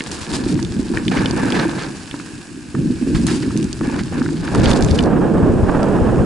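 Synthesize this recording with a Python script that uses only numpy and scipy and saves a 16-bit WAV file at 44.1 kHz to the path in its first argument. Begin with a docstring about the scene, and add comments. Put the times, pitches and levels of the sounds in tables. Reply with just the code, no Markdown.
"""Mountain bike on a stony trail

Close perspective, from the stereo microphone of a camera riding on the bike. Bumps shake the mount,
chain and frame rattle, grit crunches and stones click under the tyres just below. After about four
and a half seconds the bike is out on an open slope and wind rushes over the microphone."""
import sys
import numpy as np
from scipy import signal
from scipy.fft import rfft, irfft, next_fast_len
from scipy.io import wavfile
from scipy.ndimage import uniform_filter1d

SR = 44100
rng = np.random.default_rng(int(sys.argv[2]) if len(sys.argv) > 2 else 0)


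def file_out(sig):
    """Save sig as 16-bit WAV at sys.argv[1]."""
    # one column per channel
    cols = np.atleast_2d(sig).T
    # limit, then scale
    lim = np.clip(cols, -1, 1)
    pcm = np.round(lim * 32767).astype(np.int16)
    wavfile.write(sys.argv[1], SR, pcm)


N = 275889
TIME = np.arange(N) / SR


def amp(db):
    """Decibels to gain."""
    return 10 ** (np.asarray(db) / 20)


def unit(x):
    """Scales to rms 1."""
    return x / np.sqrt(np.mean(x ** 2) + 1e-20)


def level(rows, column=1):
    """The gain curve of one dB column."""
    rows = np.asarray(rows)
    return amp(np.interp(TIME, rows[:, 0], rows[:, column]))


def swells(rows, rise_s, fall_db_per_s):
    """The gain of events that each rise, hold and die away; overlaps add in power."""
    gains = [amp(db - fall_db_per_s * np.maximum(TIME - s - length, 0))
             * np.clip((TIME - s) / rise_s, 0, 1) for s, length, db in rows]
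    return np.linalg.norm(gains, axis=0)


def add(mix, start_s, sound):
    """Adds a stereo sound at a time."""
    part = mix[:, max(round(start_s * SR), 0):][:, :sound.shape[1]]
    part += sound[:, :part.shape[1]]


def flutter(rate_hz, depth_db):
    """A gain that wanders at random, up to about the given rate."""
    size = next_fast_len(N, True)
    slow = np.exp(-(np.fft.rfftfreq(size, 1 / SR) / rate_hz) ** 2)
    wander = irfft(rfft(rng.standard_normal(size)) * slow, size)[:N]
    return amp(depth_db * unit(wander))


def steadied(x, span_s):
    """Holds the rms near 1 over the span and keeps all faster grain."""
    size = max(int(span_s * SR), 2)
    power = uniform_filter1d(uniform_filter1d(x ** 2, size), size)
    return x / np.sqrt(abs(power) + 1e-20)


def impacts(per_s, spread_db):
    """Impulses at random times, with sizes scattered in dB."""
    draw, size = rng.random(N) * SR / per_s, np.zeros(N)
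    lands = draw < 1
    size[lands] = amp(spread_db * np.minimum(-np.log(draw[lands]), 4))
    return unit(size)


def body(spectrum, size=2048):
    """The minimum-phase ring of a body with the given spectrum."""
    hz, db = np.transpose(spectrum)
    bins_hz = abs(np.fft.fftfreq(2 * size, 1 / SR))
    log_gain = np.log(amp(np.interp(np.log(bins_hz + 1), np.log(hz), db)))
    return np.fft.ifft(np.exp(np.conj(signal.hilbert(log_gain)))).real[:size]


def stereo(mid, side, side_db, left_db):
    """Mid and side to the two microphone ports; left_db is left over right."""
    side = amp(side_db) * side
    return np.array([(mid + side) * amp(left_db / 2), (mid - side) * amp(-left_db / 2)])


def texture(force, ring, span_s, side_db, left_db):
    """Random pushes of the given strength drive a ring, heard at both ports."""
    pushes = force * rng.standard_normal((2, N))
    mid, side = (steadied(signal.oaconvolve(part, ring)[:N], span_s) for part in pushes)
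    return stereo(mid, side, side_db, left_db)


# Spectrum of the camera mount, right under the microphone: f/Hz, level/dB
MOUNT_SPECTRUM = [(60, -19.5), (120, -5), (190, -2.5), (275, -1), (335, -2), (410, -11.5), (620, -29.5),
                  (1500, -80.5)]


def mount_rumble(per_s=110, cycles=0.87, low_hz=130, high_hz=370, count=14, size=4096):
    """Short thuds of differing pitch in a louder bed of noise, all coloured by the mount."""
    t, thuds = np.arange(size) / SR, np.zeros(N)
    for hz in np.linspace(low_hz, high_hz, count):
        envelope = (1 - np.exp(-hz * t)) * np.exp(-hz * t / cycles)
        thud = envelope * np.sin(2 * np.pi * hz * t) * np.sqrt(hz)
        kicks = impacts(per_s / count, spread_db=2.5) * rng.choice([-1, 1], N)
        thuds += signal.oaconvolve(kicks, thud)[:N]
    drive = unit(thuds) + amp(12) * rng.standard_normal(N)
    return unit(signal.oaconvolve(drive, body(MOUNT_SPECTRUM))[:N])


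# Rough stretches of trail, felt through the mount: t/s, length/s, level/dB
ROUGH_STRETCHES = [(.265, 0.59, -25), (.9, 0.11, -23), (1.06, 0.62, -19), (1.66, 0.21, -26),
                   (2.742, 0.18, -19.5), (3.01, 0.63, -22), (3.68, 0.11, -31.5), (3.805, 0.22, -23),
                   (4.11, 0.43, -23)]


def shake():
    """Bumps thud up through the mount to the microphone until the trail smooths out."""
    mid, side = (steadied(mount_rumble(), span_s=0.015) for _ in range(2))
    stony = np.interp(TIME, [4.52, 4.7], [1, 0])
    rough = swells(ROUGH_STRETCHES, rise_s=0.0042, fall_db_per_s=231)
    jolting = stony * np.hypot(amp(-36), rough)  # smooth ground still shakes a little
    jolting *= flutter(rate_hz=12.8, depth_db=2.5)
    return amp(1.82) * jolting * stereo(mid, side, side_db=-11.5, left_db=-0.5)


def pebbles(per_s, spread_db, cycles, low_hz, high_hz, count=24, size=512):
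    """Many stones, each ringing briefly at its own pitch and place, as mid and side."""
    t, out = np.arange(size) / SR, np.zeros((2, N))
    pings = [np.exp(-hz * t / cycles) * np.sin(2 * np.pi * hz * t) * hz / high_hz
             for hz in np.geomspace(low_hz, high_hz, count)]
    for when, force, pitch, place in rng.random((int(per_s * N / SR), 4)):
        ping = amp(spread_db * min(-np.log(force), 3)) * pings[int(pitch * count)]
        add(out, when * N / SR, np.outer([1, 2 * place - 1], ping))
    return out


# Loose grit along the trail: t/s, level/dB
GRIT_LEVEL = [(0.0, -34.5), (0.38, -32.5), (0.62, -39.5), (1.68, -36), (2.63, -48.5), (3.4, -38.5),
              (3.77, -42.5), (4.45, -38), (4.69, -29), (4.88, -34.5), (5.01, -29.5), (5.15, -67)]


def loose_ground():
    """How much grit lies under the tyres; little is left on the packed track of the slope."""
    return level(GRIT_LEVEL) * np.interp(TIME, [5.04, 5.1], [1, .25])


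# Spectrum of crushed gravel, close below the microphone: f/Hz, level/dB
GRAVEL_SPECTRUM = [(300, -3.5), (900, 3.5), (2100, -2.5), (3300, -1.5), (4900, 1.5), (6000, -4), (7100, -2),
                   (9000, -5), (11000, -11.5)]
# Sprays of gravel thrown by a tyre: t/s, length/s, level/dB
GRAVEL_SPRAYS = [(.112, 0.0057, -29), (.207, 0.0048, -38), (.33, 0.024, -26.5), (.484, 0.0098, -34),
                 (3.147, 0.016, -33.5), (3.266, 0.017, -27.5), (3.3, .065, -31), (4.68, 0.045, -36)]


def grit():
    """Tyres crush small stones: a clumped crunch, separate sharp ticks and sudden sprays."""
    ring = body(GRAVEL_SPECTRUM)
    grains = (impacts(per_s=2600, spread_db=-0.5) + 1.1) * flutter(rate_hz=31, depth_db=6)
    crunch = texture(grains, ring, span_s=0.056, side_db=-6.5, left_db=-1.5)
    stones = pebbles(per_s=260, spread_db=5.5, cycles=.7, low_hz=2000, high_hz=10500)
    mid, side = (steadied(signal.oaconvolve(part, ring)[:N], span_s=.15) for part in stones)
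    ticks = stereo(mid, side, side_db=-9, left_db=1.5)
    sprays = swells(GRAVEL_SPRAYS, rise_s=.001, fall_db_per_s=453) * steadied(crunch, span_s=.005)
    return loose_ground() * (amp(-4) * crunch + amp(-5.5) * ticks) + sprays


# Whirr of the wheels, close by and a little to the right: t/s, level/dB
WHIRR_LEVEL = [(0, -44), (2.3, -40.5), (2.63, -44.5), (3.2, -38.5), (4.8, -47.5), (5.1, -45.5),
               (5.5, -44.5), (5.75, -42), (6.26, -43)]
# Spectrum of the whirr: f/Hz, level/dB
WHIRR_SPECTRUM = [(500, 5), (1350, 8), (1650, 17), (2000, 3.5), (2600, 12), (3300, 2), (5300, 7),
                  (5900, 1.5), (7000, 7), (7600, 1.5), (8000, 9), (8500, 2.5), (11000, -0.5)]


def wheels():
    """Fine, fast ticking of hub and tyres blurs into a whirr with steady resonances."""
    ticking = impacts(per_s=1200, spread_db=-35) + 2.5
    whirr = texture(ticking, body(WHIRR_SPECTRUM), span_s=0.26, side_db=-6.5, left_db=-2)
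    return level(WHIRR_LEVEL) * whirr


# Modes of the bike frame: f/Hz, level/dB, t60/s
FRAME_MODES = [(910, -2, 0.11), (1546, -0.5, 0.032), (1767, -2, 0.11), (2376, -15, 0.22),
               (2970, -17, 0.065), (3480, -7.5, 0.054), (4590, -7.5, 0.04), (6320, -5, 0.02),
               (8100, -13, 0.0082)]
MODE_DETUNE, NOTE_T60_S = 0.018, 0.021
NOTE_DB = 14  # the struck part's note over the modes for a 0 dB blow; lighter blows have less


def frame_ring(note_hz, octaves, crack_db, crack_s, ring_s, note_db, size=2048):
    """One blow on the frame: a crack, the struck part's note and nearby modes, tuned anew each time."""
    def near(hz):
        return np.exp(-(np.log2((hz + 1) / note_hz) / octaves) ** 2) + 0.013

    t, modes = np.arange(size) / SR, np.zeros(size)
    for hz, db, t60 in FRAME_MODES:
        detuned_hz = hz * (1 + MODE_DETUNE * rng.standard_normal())
        modes += near(hz) * amp(db - 60 * t / t60) * np.sin(2 * np.pi * (detuned_hz * t + rng.random()))
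    burst = rng.standard_normal(size) * np.exp(-t / crack_s)
    crack = irfft(rfft(burst) * near(np.fft.rfftfreq(size, 1 / SR)))
    note = amp(-60 * t / NOTE_T60_S) * np.sin(2 * np.pi * note_hz * t)
    ring = unit(modes * np.exp(-t / ring_s)) + amp(crack_db) * unit(crack) + amp(note_db) * unit(note)
    return ring / abs(ring).max() * np.linspace(1, 0, size) ** 2


# Spectrum of tyre knobs scrubbing the dirt below: f/Hz, level/dB
SCRUB_SPECTRUM = [(250, -14), (470, 3), (640, -9), (920, -3), (1300, -12), (1700, -10.5), (2200, -21.5),
                  (3200, -26.5), (4600, -26.5), (9000, -36)]
# Sideways scrubs in the turns: t/s, length/s, level/dB
TURN_SCRUBS = [(.28, 0.22, -40.5), (.935, 0.05, -33.5), (1.11, 0.14, -27.5), (1.27, 0.59, -34),
               (1.36, 0.12, -28.5), (1.52, 0.11, -25.5), (3.83, 0.14, -33.5), (4.12, 0.07, -34.5),
               (4.42, 0.21, -35), (4.61, 0.21, -34.5)]


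def scrub_and_rattle():
    """Tyres scrub, hardest in the turns, while chain and cables chatter on the frame."""
    knobs = flutter(rate_hz=56, depth_db=5)
    scrub = texture(knobs, body(SCRUB_SPECTRUM), span_s=.025, side_db=-4, left_db=-1.5)
    ring = frame_ring(1750, octaves=.8, crack_db=-3, crack_s=.0005, ring_s=.005, note_db=-20)
    chatter = texture(impacts(per_s=1200, spread_db=2), ring, span_s=.025, side_db=-9, left_db=-1.2)
    straights = amp(-7.5) * loose_ground()
    turns = swells(TURN_SCRUBS, rise_s=0.0033, fall_db_per_s=215)
    return np.hypot(straights, turns) * (amp(1.5) * scrub + amp(-3) * chatter)


# Eddies right on the microphone, weakest where the bike slows between turns: t/s, level/dB
EDDY_BED = [(.15, -42), (.33, -35.5), (1.35, -33), (1.55, -44), (2.55, -49.5), (2.9, -37), (4.48, -33.5),
            (4.6, -39)]
# Gusts hitting the microphone: t/s, length/s, level/dB
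MIC_GUSTS = [(3.125, 0.03, -13), (4.54, 0.16, -19), (4.79, 0.23, -21), (5.33, 0.22, -22.5),
             (5.57, 0.048, -17.5), (5.94, 0.27, -23)]
# Spectrum of the eddies: f/Hz, level/dB
EDDY_SPECTRUM = [(10, -41), (28, -14), (70, -3.5), (120, -6), (220, -26), (600, -74)]


def wind_buffet():
    """Eddies thump on the microphone ports all the way down, harder in gusts."""
    strength = np.hypot(level(EDDY_BED), swells(MIC_GUSTS, rise_s=0.046, fall_db_per_s=220))
    swirl = flutter(rate_hz=29, depth_db=6)
    eddies = texture(swirl, body(EDDY_SPECTRUM), span_s=0.11, side_db=-6, left_db=3.5)
    return amp(3) * strength * eddies


# Hard knocks, carried through the frame to the microphone: t/s, level/dB, f/Hz
ROCK_KNOCKS = [(0.005, -12.5, 2170), (0.59, -18.5, 1210), (0.972, -8, 1830), (1.171, -7.5, 1690),
               (2.141, -20, 1030), (2.198, -21, 1320), (2.749, -18, 1290), (3.506, -21.5, 1280),
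               (3.81, -15.5, 1110), (3.942, -21, 1670), (4.217, -16, 1220), (4.26, -16.5, 1410),
               (4.288, -20, 1190), (4.477, -14.5, 1350), (4.549, -10.5, 1400)]


def knocks():
    """A wheel hits a rock: the lower modes of the frame clack and the mount thuds."""
    out, thud = np.zeros((2, N)), body(MOUNT_SPECTRUM)
    thud = .6 * thud / abs(thud).max()
    for s, db, hz in ROCK_KNOCKS:
        mid, side = (frame_ring(hz, octaves=.8, crack_db=2, crack_s=.002, ring_s=0.05,
                                note_db=NOTE_DB + db) for _ in range(2))
        add(out, s + .001, amp(db) * stereo(mid + thud, side, side_db=-11, left_db=-1.2))
    return out


# Stones and chain snapping against metal, close on the right: t/s, level/dB, f/Hz
METAL_CLICKS = [(0.115, -22, 6900), (0.627, -22, 5470), (0.648, -24.5, 3900), (1.0803, -12.5, 3040),
                (1.258, -13.5, 2970), (1.309, -17, 4800), (1.502, -22, 4890), (1.5214, -15.5, 3170),
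                (2.111, -23.5, 2700), (3.267, -14.5, 9600), (3.565, -28, 5840), (3.574, -22.5, 8500),
                (3.627, -27, 8200), (3.642, -26, 8100), (3.7284, -20.5, 5260), (4.035, -29, 6650),
                (4.547, -24, 5860), (4.657, -11.5, 3260), (4.7135, -14.5, 3530), (4.7315, -16, 3600),
                (4.823, -18, 5100), (4.846, -19.5, 6800), (4.885, -24, 2860), (4.9098, -19.5, 3730),
                (4.989, -10, 2960), (5.036, -25, 4350), (5.8298, -26.5, 4830)]
# Spectrum of a stone snapping free: f/Hz, level/dB
SNAP_SPECTRUM = [(800, -11), (2500, 17), (6000, 10), (11000, 2.5)]


def clicks():
    """Small hard contacts: a dry, bright snap, then the upper modes of the frame."""
    out, colour = np.zeros((2, N)), body(SNAP_SPECTRUM)
    t = np.arange(len(colour)) / SR
    for s, db, hz in METAL_CLICKS:
        rings = [frame_ring(hz, octaves=.6, crack_db=0, crack_s=.0014, ring_s=0.021,
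                            note_db=NOTE_DB + db) for _ in range(2)]
        bursts = rng.standard_normal((2, len(t))) * np.exp(-t / .0006)
        snaps = signal.oaconvolve(bursts, colour[None])[:, :len(t)]
        # in dB the snap grows half as fast as the ring, so light contacts are the driest
        mid, side = rings + amp(-11.5 - db / 2) * snaps / abs(snaps).max()
        add(out, s + 0.00093, amp(db) * stereo(mid, side, side_db=-6, left_db=-4.5))
    return amp(3) * out


# Single stones, roots and ruts, felt through the mount: t/s, level/dB
MOUNT_THUMPS = [(0.463, -8), (0.498, -11), (0.532, -14.5), (0.767, -8), (0.794, -9), (1.213, -12),
                (1.338, -7), (1.653, -12), (2.14, -17), (2.788, -8), (2.904, -6.5), (3.025, -9),
                (3.073, -7.5), (3.196, -9), (3.243, -9), (3.476, -9.5), (3.556, -9.5), (3.642, -8.5),
                (3.812, -11), (3.878, -10), (4.211, -11), (4.353, -12.5)]


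def thumps(pitch_hz=257, sag=0.074, rise_s=0.0032, size=4096):
    """Each hard bump swings the camera mount for a few cycles; the pitch sags as it dies."""
    t, out = np.arange(size) / SR, np.zeros((2, N))
    age = t / rise_s
    for s, db in MOUNT_THUMPS:
        hz = pitch_hz * rng.normal(1, 0.11)
        cycles = np.cumsum(hz * (1 + sag * (np.exp(-age / 2) - .5))) / SR
        mid, side = age * np.exp(1 - age) * np.sin(2 * np.pi * (cycles + rng.random((2, 1))))
        add(out, s, amp(db) * stereo(mid, side, side_db=-23, left_db=-1.5))
    return out


# Skids, below the microphone and to the right: t/s, length/s, level/dB
TYRE_SKIDS = [(1.111, 0.0098, -28), (1.163, 0.026, -25.5), (1.545, 0.019, -25.5), (1.589, 0.0098, -23.5),
              (1.78, 0.058, -32.5), (3.146, 0.011, -27), (3.279, 0.026, -29), (3.423, 0.0045, -30),
              (3.986, 0.0079, -27.5), (4.632, 0.078, -27.5)]
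# Spectrum of cracking gravel: f/Hz, level/dB
CRACK_SPECTRUM = [(400, -6), (950, 2), (1750, 8), (3000, -1.5), (4600, -0.5), (10000, -21)]


def skids():
    """Coarse gravel cracks in dense bursts where a tyre bites."""
    stones = pebbles(per_s=5000, spread_db=3.5, cycles=2.5, low_hz=700, high_hz=8000)
    ring = body(CRACK_SPECTRUM)
    mid, side = (steadied(signal.oaconvolve(part, ring)[:N], span_s=0.014) for part in stones)
    bite = swells(TYRE_SKIDS, rise_s=0.0023, fall_db_per_s=562)
    return bite * stereo(mid, side, side_db=-13, left_db=-3.5)


# Head wind on the open slope, straight onto the microphone: t/s, roar level/dB, rush level/dB
SLOPE_WIND = [(4.45, -19, -25), (4.62, -14, -30), (4.75, -15.5, -23.5), (4.92, -18, -35), (5.07, -15, -25),
              (5.33, -15, -29.5), (5.47, -14, -26), (5.62, -18, -33), (5.68, -19, -23), (6.256, -15, -28.5)]
# Spectra of the roar and the rush: f/Hz, level/dB
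ROAR_SPECTRUM = [(50, -46.5), (130, -5), (230, -2), (360, -6), (520, -13), (800, -29.5), (2000, -100.5)]
RUSH_SPECTRUM = [(250, 6), (600, 3), (1080, -3.5), (1400, -9), (1670, -8.5), (2050, -22), (2550, -22.5),
                 (3600, -30.5), (8000, -70)]


def head_wind():
    """At speed, air streams over the microphone with a ragged roar and a brighter rush."""
    open_slope = np.interp(TIME, [4.5, 4.57], [0, 1])
    ragged = flutter(rate_hz=51, depth_db=2.5)
    roar = level(SLOPE_WIND) * texture(ragged, body(ROAR_SPECTRUM), 0.026, side_db=-6.5, left_db=-2.5)
    ripple = flutter(rate_hz=40, depth_db=1.9)
    rush = texture(ripple, body(RUSH_SPECTRUM), span_s=.18, side_db=-11, left_db=-3.4)
    rush *= level(SLOPE_WIND, column=2)
    return open_slope * (amp(-0.23) * roar + amp(6.5) * rush)


def scene():
    """Bike, trail and wind, as they reach the riding microphone."""
    mount = shake() + thumps()
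    rolling = scrub_and_rattle() + skids() + grit() + wheels()
    wind = wind_buffet() + head_wind()
    return mount + rolling + wind + clicks() + knocks()


def record(dry, cutoff_hz=11130):
    """Full-scale overload, then the recorder's band limit."""
    low_pass = signal.firwin(601, cutoff_hz, window=("kaiser", 8), fs=SR)
    return signal.oaconvolve(np.clip(dry, -1, 1), low_pass[None], "same")


dry = scene()
out = record(dry)
file_out(out)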